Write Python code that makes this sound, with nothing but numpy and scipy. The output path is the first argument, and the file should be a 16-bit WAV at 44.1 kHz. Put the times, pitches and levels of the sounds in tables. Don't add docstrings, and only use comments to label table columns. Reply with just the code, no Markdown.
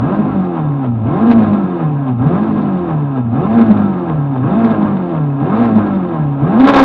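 import sys
import numpy as np
from scipy import signal
from scipy.fft import next_fast_len
from scipy.io import wavfile
from scipy.ndimage import uniform_filter1d, map_coordinates

SR = 44100
rng = np.random.default_rng(int(sys.argv[2]) if len(sys.argv) > 2 else 0)


def store_wav(level_fs):
    pcm = np.round(np.clip(np.atleast_2d(level_fs), -1, 1) * 32767)
    wavfile.write(sys.argv[1], SR, pcm.T.astype(np.int16))


N = 301644
TIME = np.arange(N) / SR

# t_open/s, climb/s, top firing rate/Hz, effort/dB, paired misfire share, t_run_down/s
BLIPS = [(0.0, 0.2, 212.4, -3.5, 0.2, 0.76), (1.05, .245, 238, 0, .7, 2.004),
         (2.2, .29, 222.2, -3.5, 0.1, 3.09), (3.325, .25, 233.5, -1.5, 0.9, 4.28),
         (4.425, .2, 231, -0.5, 0.4, 5.33), (5.41, .22, 236.2, -0.5, .8, 6.335)]
LAUNCH = (6.41, .3, 281, 2.0, 0.45)
# (t - t_run_down)/s, firing rate/Hz
RUN_DOWN = [(-.72, 239), (-.6, 219), (-.52, 206), (-.45, 206), (-.39, 195), (-.3, 180), (-.23, 175),
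            (-.14, 154), (-.03, 141.5), (.04, 140), (.13, 123), (.3, 103)]
# firing rate/Hz, level/dB
BOOM_BY_RATE = [(103, -20.5), (112, -18), (124, -17.5), (136, -22), (143, -15), (154, -15), (166, -20),
                (173, -26), (180, -20), (191, -14.5), (201, -18), (218, -15), (238, -11), (272, -15)]
OCTAVE_BY_RATE = [(103, -23), (128, -17.5), (136, -17.5), (141, -23), (156, -29), (167, -20.5), (178, -22),
                  (190, -35), (215, -35.5), (238, -24), (272, -37)]
# firing rate/Hz, level/dB
LOPE_BY_RATE = [(103, -24), (126, -23.5), (135, -30), (150, -20.5), (178, -21.5), (192, -17.5),
                (207, -13.5), (238, -14.5)]
GROWL_BY_RATE = [(103, -30.5), (121, -34), (131, -22.5), (139, -29.5), (153, -27), (163, -22), (175, -26.5),
                 (192, -26.5), (215, -20.5), (238, -24)]
# firing-rate multiple, level/dB (one weak cylinder), level/dB (every other one weak)
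LOPE_ORDERS = [(.25, -12, -17.5), (.5, -5, 6.5), (.75, 5, -7), (1.25, -5, -8.5), (1.5, 1.5, -4.5),
               (1.75, -1.5, -6)]
# firing-rate multiple, level/dB
GROWL_ORDERS = [(2.5, 0.5), (3, 6.5), (3.5, -1), (4, 3.5), (4.5, -1.5), (5, 4.5), (5.5, -1.5), (6, 3.5),
                (6.75, 6), (7, 1), (7.5, 2.5), (8, 2), (9, 3), (10, 3.5), (11, 5.5), (12, 4.5)]
# t/s, crack/dB, length/s, thump/dB
POPS = [(0.194, -39, .015, -14), (1.27, -30, .02, -22), (1.294, -23, .017, -10), (1.306, -20, 0.022, -14),
        (1.382, -33.5, .015, -13), (1.419, -33.5, .016, -11.5), (1.529, -31.5, 0.014, -15.5),
        (2.211, -39, .015, -20), (2.263, -31, .025, -13.5), (2.418, -46, .015, -14),
        (3.57, -37, 0.016, -11.5), (3.609, -22.5, .015, -9), (3.706, -22.5, 0.017, -3.5),
        (3.769, -27, 0.0085, -34.5), (3.797, -44, .015, -9), (4.644, -28, .014, -18.5),
        (4.71, -28, 0.014, -23), (4.82, -34, 0.014, -14), (5.523, -45, .015, -16.5),
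        (5.616, -28, 0.027, -8.5), (5.754, -25, .02, -8.5), (5.869, -34, 0.0081, -10),
        (6.548, -40.5, .015, -16), (6.596, -14, .023, -12.5), (6.636, -19, 0.031, -4.5),
        (6.671, -11, .024, -28), (6.685, -7.5, .026, -14), (6.72, -22, .012, -37), (6.734, -8.5, .025, -18),
        (6.758, -6, 0.029, -12.5), (6.786, -6, 0.028, -11), (6.811, -7, 0.039, -10)]
# f/Hz, width/Hz, level/dB
PANEL_MODES = [(441.6, 9.1, 8.5), (524, 32, 5.5), (580.6, 14, 5.5), (682.6, 45, 5), (753, 15, 7),
               (795, 30, 7.5), (887, 16, 2.5), (961, 50, 5.5), (1040, 20, 2.5), (1041, 3.3, 6.5),
               (1072, 62, 7), (1220, 16, 4), (1247, 12, 4.5), (1325, 55, 7), (1537, 41, 3), (1629, 38, 9),
               (2150, 28, 6), (2183, 14, 2.5), (2556, 51, 5.5), (3588, 69, 10), (3860, 120, 6.5)]
FITTING_MODES = [(7700, 140, 7), (7990, 110, 0), (11490, 90, -2), (11800, 90, 2)]
# f/Hz, level/dB
LOPE_SPECTRUM = [(20, -16), (45, -19.5), (70, -10.5), (108, -5.5), (126, -7.5), (148, -1), (175, -6),
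                 (250, 5.5), (305, -2.5), (338, 3), (368, -9.5), (550, -26), (1200, -72)]
GROWL_SPECTRUM = [(150, -47), (300, -5.5), (400, 2), (500, -3), (760, 0), (860, -4), (1080, -6),
                  (1350, -8.5), (1430, -14), (1620, -14.5), (1900, -23.5), (2800, -35.5), (5000, -69)]
POP_SPECTRUM = [(60, -22.5), (300, 3), (700, 3), (1300, -2), (2000, -7.5), (3800, -19.5), (5000, -30),
                (6500, -38.5), (9000, -60)]
SNAP_SPECTRUM = [(2000, -32), (4000, -4), (7000, -6), (11000, 3), (16000, -5)]
CLATTER_SPECTRUM = [(800, -23), (1700, 4), (2050, 0), (2600, 1), (3200, -4.5), (3700, -9), (4200, -21),
                    (4800, -24.5), (6500, -37), (10000, -43.5), (16000, -47)]
HISS_SPECTRUM = [(1000, 0), (6000, 0), (9000, -1), (16000, -2)]
# f/Hz, level/dB
HOUSING_RESPONSE = [(20, -.15), (3800, -.15), (6000, -3), (9000, -9), (16000, -15)]


def exhaust(firings, boom_cycles, rate_hz, revved, throttle, effort_db, top_paired):
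    thump_lag_s, thump_half_s, open_lope_db = .011, .012, -16
    thumps = sum(gain(db) * np.exp(-((TIME - t_s - thump_lag_s) / thump_half_s) ** 2)
                 for t_s, _, _, db in POPS)
    boom_gain = gain(lookup(BOOM_BY_RATE, rate_hz) + throttle + .72 * effort_db) + thumps
    lope_db = (1 - throttle) * lookup(LOPE_BY_RATE, rate_hz) + throttle * open_lope_db
    ragged = np.minimum(gain(lope_db + 14.5), 1)
    boom_gain *= gain(3 * ragged * wander(40))
    boom = np.sqrt(2) * boom_gain * np.cos(2 * np.pi * boom_cycles + .45 * ragged * wander(50))
    octave_db = lookup(OCTAVE_BY_RATE, rate_hz) + .5 * throttle
    octave = gain(octave_db) * flat_rms(order_tone(firings, 2, unrest=.33, unrest_hz=34))
    paired = np.clip(.31 + revved * (top_paired - .31), 0, 1)
    return boom + octave + gain(lope_db - 3) * lope(firings, paired)


def lope(firings, paired):
    orders = sum(gain(one_db + paired * (two_db - one_db))
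                 * order_tone(firings, multiple, unrest=.49, unrest_hz=22)
                 for multiple, one_db, two_db in LOPE_ORDERS)
    gas = puffs(firings, decay_cycles=.89, floor=.94, spread_db=1)
    tones, rumble = (unit_rms(shaped(x, LOPE_SPECTRUM)) for x in (orders, gas))
    return flat_rms(tones + .7 * rumble)


def growl(firings, rate_hz, revved):
    juddered = firings + .025 * revved * wander(45.04)
    orders = sum(gain(db) * order_tone(juddered, multiple, unrest=.7, unrest_hz=28)
                 for multiple, db in GROWL_ORDERS)
    gas = puffs(firings, decay_cycles=.3, floor=.45, spread_db=2.5)
    tones, rasp = (unit_rms(shaped(x, GROWL_SPECTRUM, PANEL_MODES)) for x in (orders, gas))
    limiter_cut = .65 * ramp(rate_hz, from_hz=245, full_hz=275)
    return flat_rms((1 - limiter_cut) * (1 - .11 * revved) * tones + rasp, samples=1501)


def pops(firings, rate_hz, effort_db):
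    attack_s, crackle_db_per_octave = .0025, 30.5
    crackle_db = -39 + effort_db + crackle_db_per_octave * np.log2(rate_hz / 220)
    envelope = gain(crackle_db + 5 * np.minimum(wander(49.93), 2))
    for t_s, db, length_s, _ in POPS:
        age_s = np.maximum(TIME - t_s, 0)
        envelope += gain(db) * (1 - np.exp(-age_s / attack_s)) * np.exp(-(age_s / length_s) ** 2)
    fronts = np.diff(np.floor(firings + .03 * wander(200)), prepend=0) * gain(2 * wander(200))
    gas = puffs(firings, decay_cycles=.3, floor=.12, spread_db=2)
    crack = flat_rms(shaped(unit_rms(fronts) + gas, POP_SPECTRUM, PANEL_MODES), samples=601)
    snap = unit_rms(shaped(fronts * gain(4 * wander(200)), SNAP_SPECTRUM))
    return envelope * crack + gain(-39.5) * envelope ** 1.05 * snap


def clatter(firings):
    ticks = puffs(firings, decay_cycles=.3, floor=.9, spread_db=3.5)
    return flat_rms(shaped(ticks, CLATTER_SPECTRUM, PANEL_MODES))


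def intake_whistle(rate_hz, centre_hz=4300, width_hz=380, db_per_octave=16.5):
    t = TIME[:2048]
    ring = t * np.exp(-np.pi * width_hz * t) * np.sin(2 * np.pi * centre_hz * t)
    return gain(-69.5 + db_per_octave * np.log2(rate_hz / 200)) * noise_through(ring)


def fittings():
    t = TIME[:4096]
    ring = sum(gain(db) * np.exp(-np.pi * width_hz * t) * np.sin(2 * np.pi * f_hz * t)
               for f_hz, width_hz, db in FITTING_MODES)
    return noise_through(ring)


def hiss():
    return unit_rms(shaped(rng.standard_normal(N), HISS_SPECTRUM))


def driver(idle_hz=102.95, sag_hz_per_s=110, throttle_s=.016):
    rate_hz = np.full(N, idle_hz)
    throttle, effort_db, paired = np.zeros((3, N))
    for open_s, climb_s, top_hz, db, share, run_down_s in BLIPS + [(*LAUNCH, np.inf)]:
        after = TIME >= open_s
        from_hz, t = rate_hz[after][0], TIME[after]
        progress = np.minimum((t - open_s) / climb_s, 1) ** 1.2
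        pull_hz = from_hz + (top_hz - from_hz) * np.sin(np.pi / 2 * progress)
        pull_hz -= sag_hz_per_s * np.maximum(t - open_s - climb_s, 0)
        coast_hz = np.interp(t - run_down_s, *np.transpose(RUN_DOWN), left=np.inf)
        held = np.logical_and.accumulate(pull_hz < coast_hz)
        rate_hz[after] = np.where(held, pull_hz, coast_hz)
        throttle[after], effort_db[after], paired[after] = held, db, share
    return rate_hz, *(smooth(x, throttle_s) for x in (throttle, effort_db, paired))


def order_tone(firings, multiple, unrest, unrest_hz):
    phase = 2 * np.pi * (multiple * firings + rng.random())
    return (1 + unrest * wander(unrest_hz)) * np.cos(phase) + unrest * wander(unrest_hz) * np.sin(phase)


def puffs(firings, decay_cycles, floor, spread_db):
    strength = gain(spread_db * rng.standard_normal(2048))[firings.astype(int)]
    envelope = floor + strength * np.exp(-(firings % 1) / decay_cycles)
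    return unit_rms(envelope * rng.standard_normal(N))


def shaped(x, spectrum, modes=()):
    f_hz = np.linspace(0, SR / 2, 8193)
    points_hz, points_db = np.transpose(spectrum)
    level_db = np.interp(np.log(f_hz + 1), np.log(points_hz), points_db)
    for centre_hz, width_hz, lift_db in modes:
        level_db += lift_db / (1 + (2 * (f_hz - centre_hz) / width_hz) ** 2)
    log_gain = np.log(gain(np.r_[level_db, level_db[-2:0:-1]]))
    taps = np.fft.ifft(np.exp(np.conj(signal.hilbert(log_gain)))).real[:4096]
    return signal.oaconvolve(x, taps)[:N]


def noise_through(ring):
    return unit_rms(signal.oaconvolve(rng.standard_normal(N), ring)[:N])


def wander(rate_hz):
    coarse_s = TIME[::32]
    curve = map_coordinates(rng.standard_normal(4096), [coarse_s * rate_hz], order=3, mode="wrap")
    return unit_rms(np.interp(TIME, coarse_s, curve))


def smooth(x, width_s):
    bell = np.exp(-8 * (np.arange(-6000, 6001) / SR / width_s) ** 2)
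    return signal.fftconvolve(np.pad(x, 6000, "edge"), bell / bell.sum(), "valid")


def flat_rms(x, samples=3001):
    power = uniform_filter1d(uniform_filter1d(x ** 2, samples), samples)
    return x / np.sqrt(abs(power) + 1e-12)


def unit_rms(x):
    return x / np.sqrt(np.mean(x ** 2) + 1e-20)


def ramp(rate_hz, from_hz, full_hz):
    return np.clip((rate_hz - from_hz) / (full_hz - from_hz), 0, 1)


def lookup(table, rate_hz):
    return np.interp(rate_hz, *np.transpose(table))


def gain(db):
    return 10 ** (np.asarray(db) / 20)


def scene():
    flywheel_s, growl_build_s, cabin_lag_s = .08, .057, .018
    boom_hz, throttle, effort_db, paired = driver()
    rate_hz = throttle * boom_hz + (1 - throttle) * smooth(boom_hz, flywheel_s)
    firing_hz = uniform_filter1d(np.interp(TIME + cabin_lag_s, TIME, rate_hz), size=2205)
    firings, boom_cycles = np.cumsum(firing_hz) / SR, np.cumsum(boom_hz) / SR
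    revved = ramp(rate_hz, from_hz=200, full_hz=207)
    effort_db = effort_db * revved
    load = smooth(throttle, growl_build_s)
    pull_db = -20.5 + 5 * np.log2(rate_hz / 200)
    sputter_db = 1.34 * revved * wander(24.03)
    growl_db = (1 - load) * lookup(GROWL_BY_RATE, rate_hz) + load * pull_db + effort_db + sputter_db
    mix = gain(growl_db) * growl(firings, rate_hz, revved)
    mix += gain(-47 + .92 * (growl_db + 25.5)) * clatter(firings)
    mix += gain(-60 + .55 * growl_db) * fittings()
    mix += gain(-75.5) * hiss()
    mix += exhaust(firings, boom_cycles, rate_hz, revved, throttle, effort_db, paired)
    mix += intake_whistle(rate_hz)
    mix += pops(firings, rate_hz, effort_db)
    return mix[None]


def record(dry):
    drive_db, ceiling, knee, cutoff_hz = .64, 1.02, 6.1, 15800
    driven = gain(drive_db) * dry[0]
    rounded = driven / (1 + abs(driven / ceiling) ** knee) ** (1 / knee)
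    clipped = np.clip(shaped(rounded, HOUSING_RESPONSE), -.985, .985)
    lowpass = signal.firwin(511, cutoff_hz, window=("kaiser", 9), fs=SR)
    return signal.oaconvolve(clipped, lowpass, "same")[None]


dry = scene()
out = record(dry)
store_wav(out)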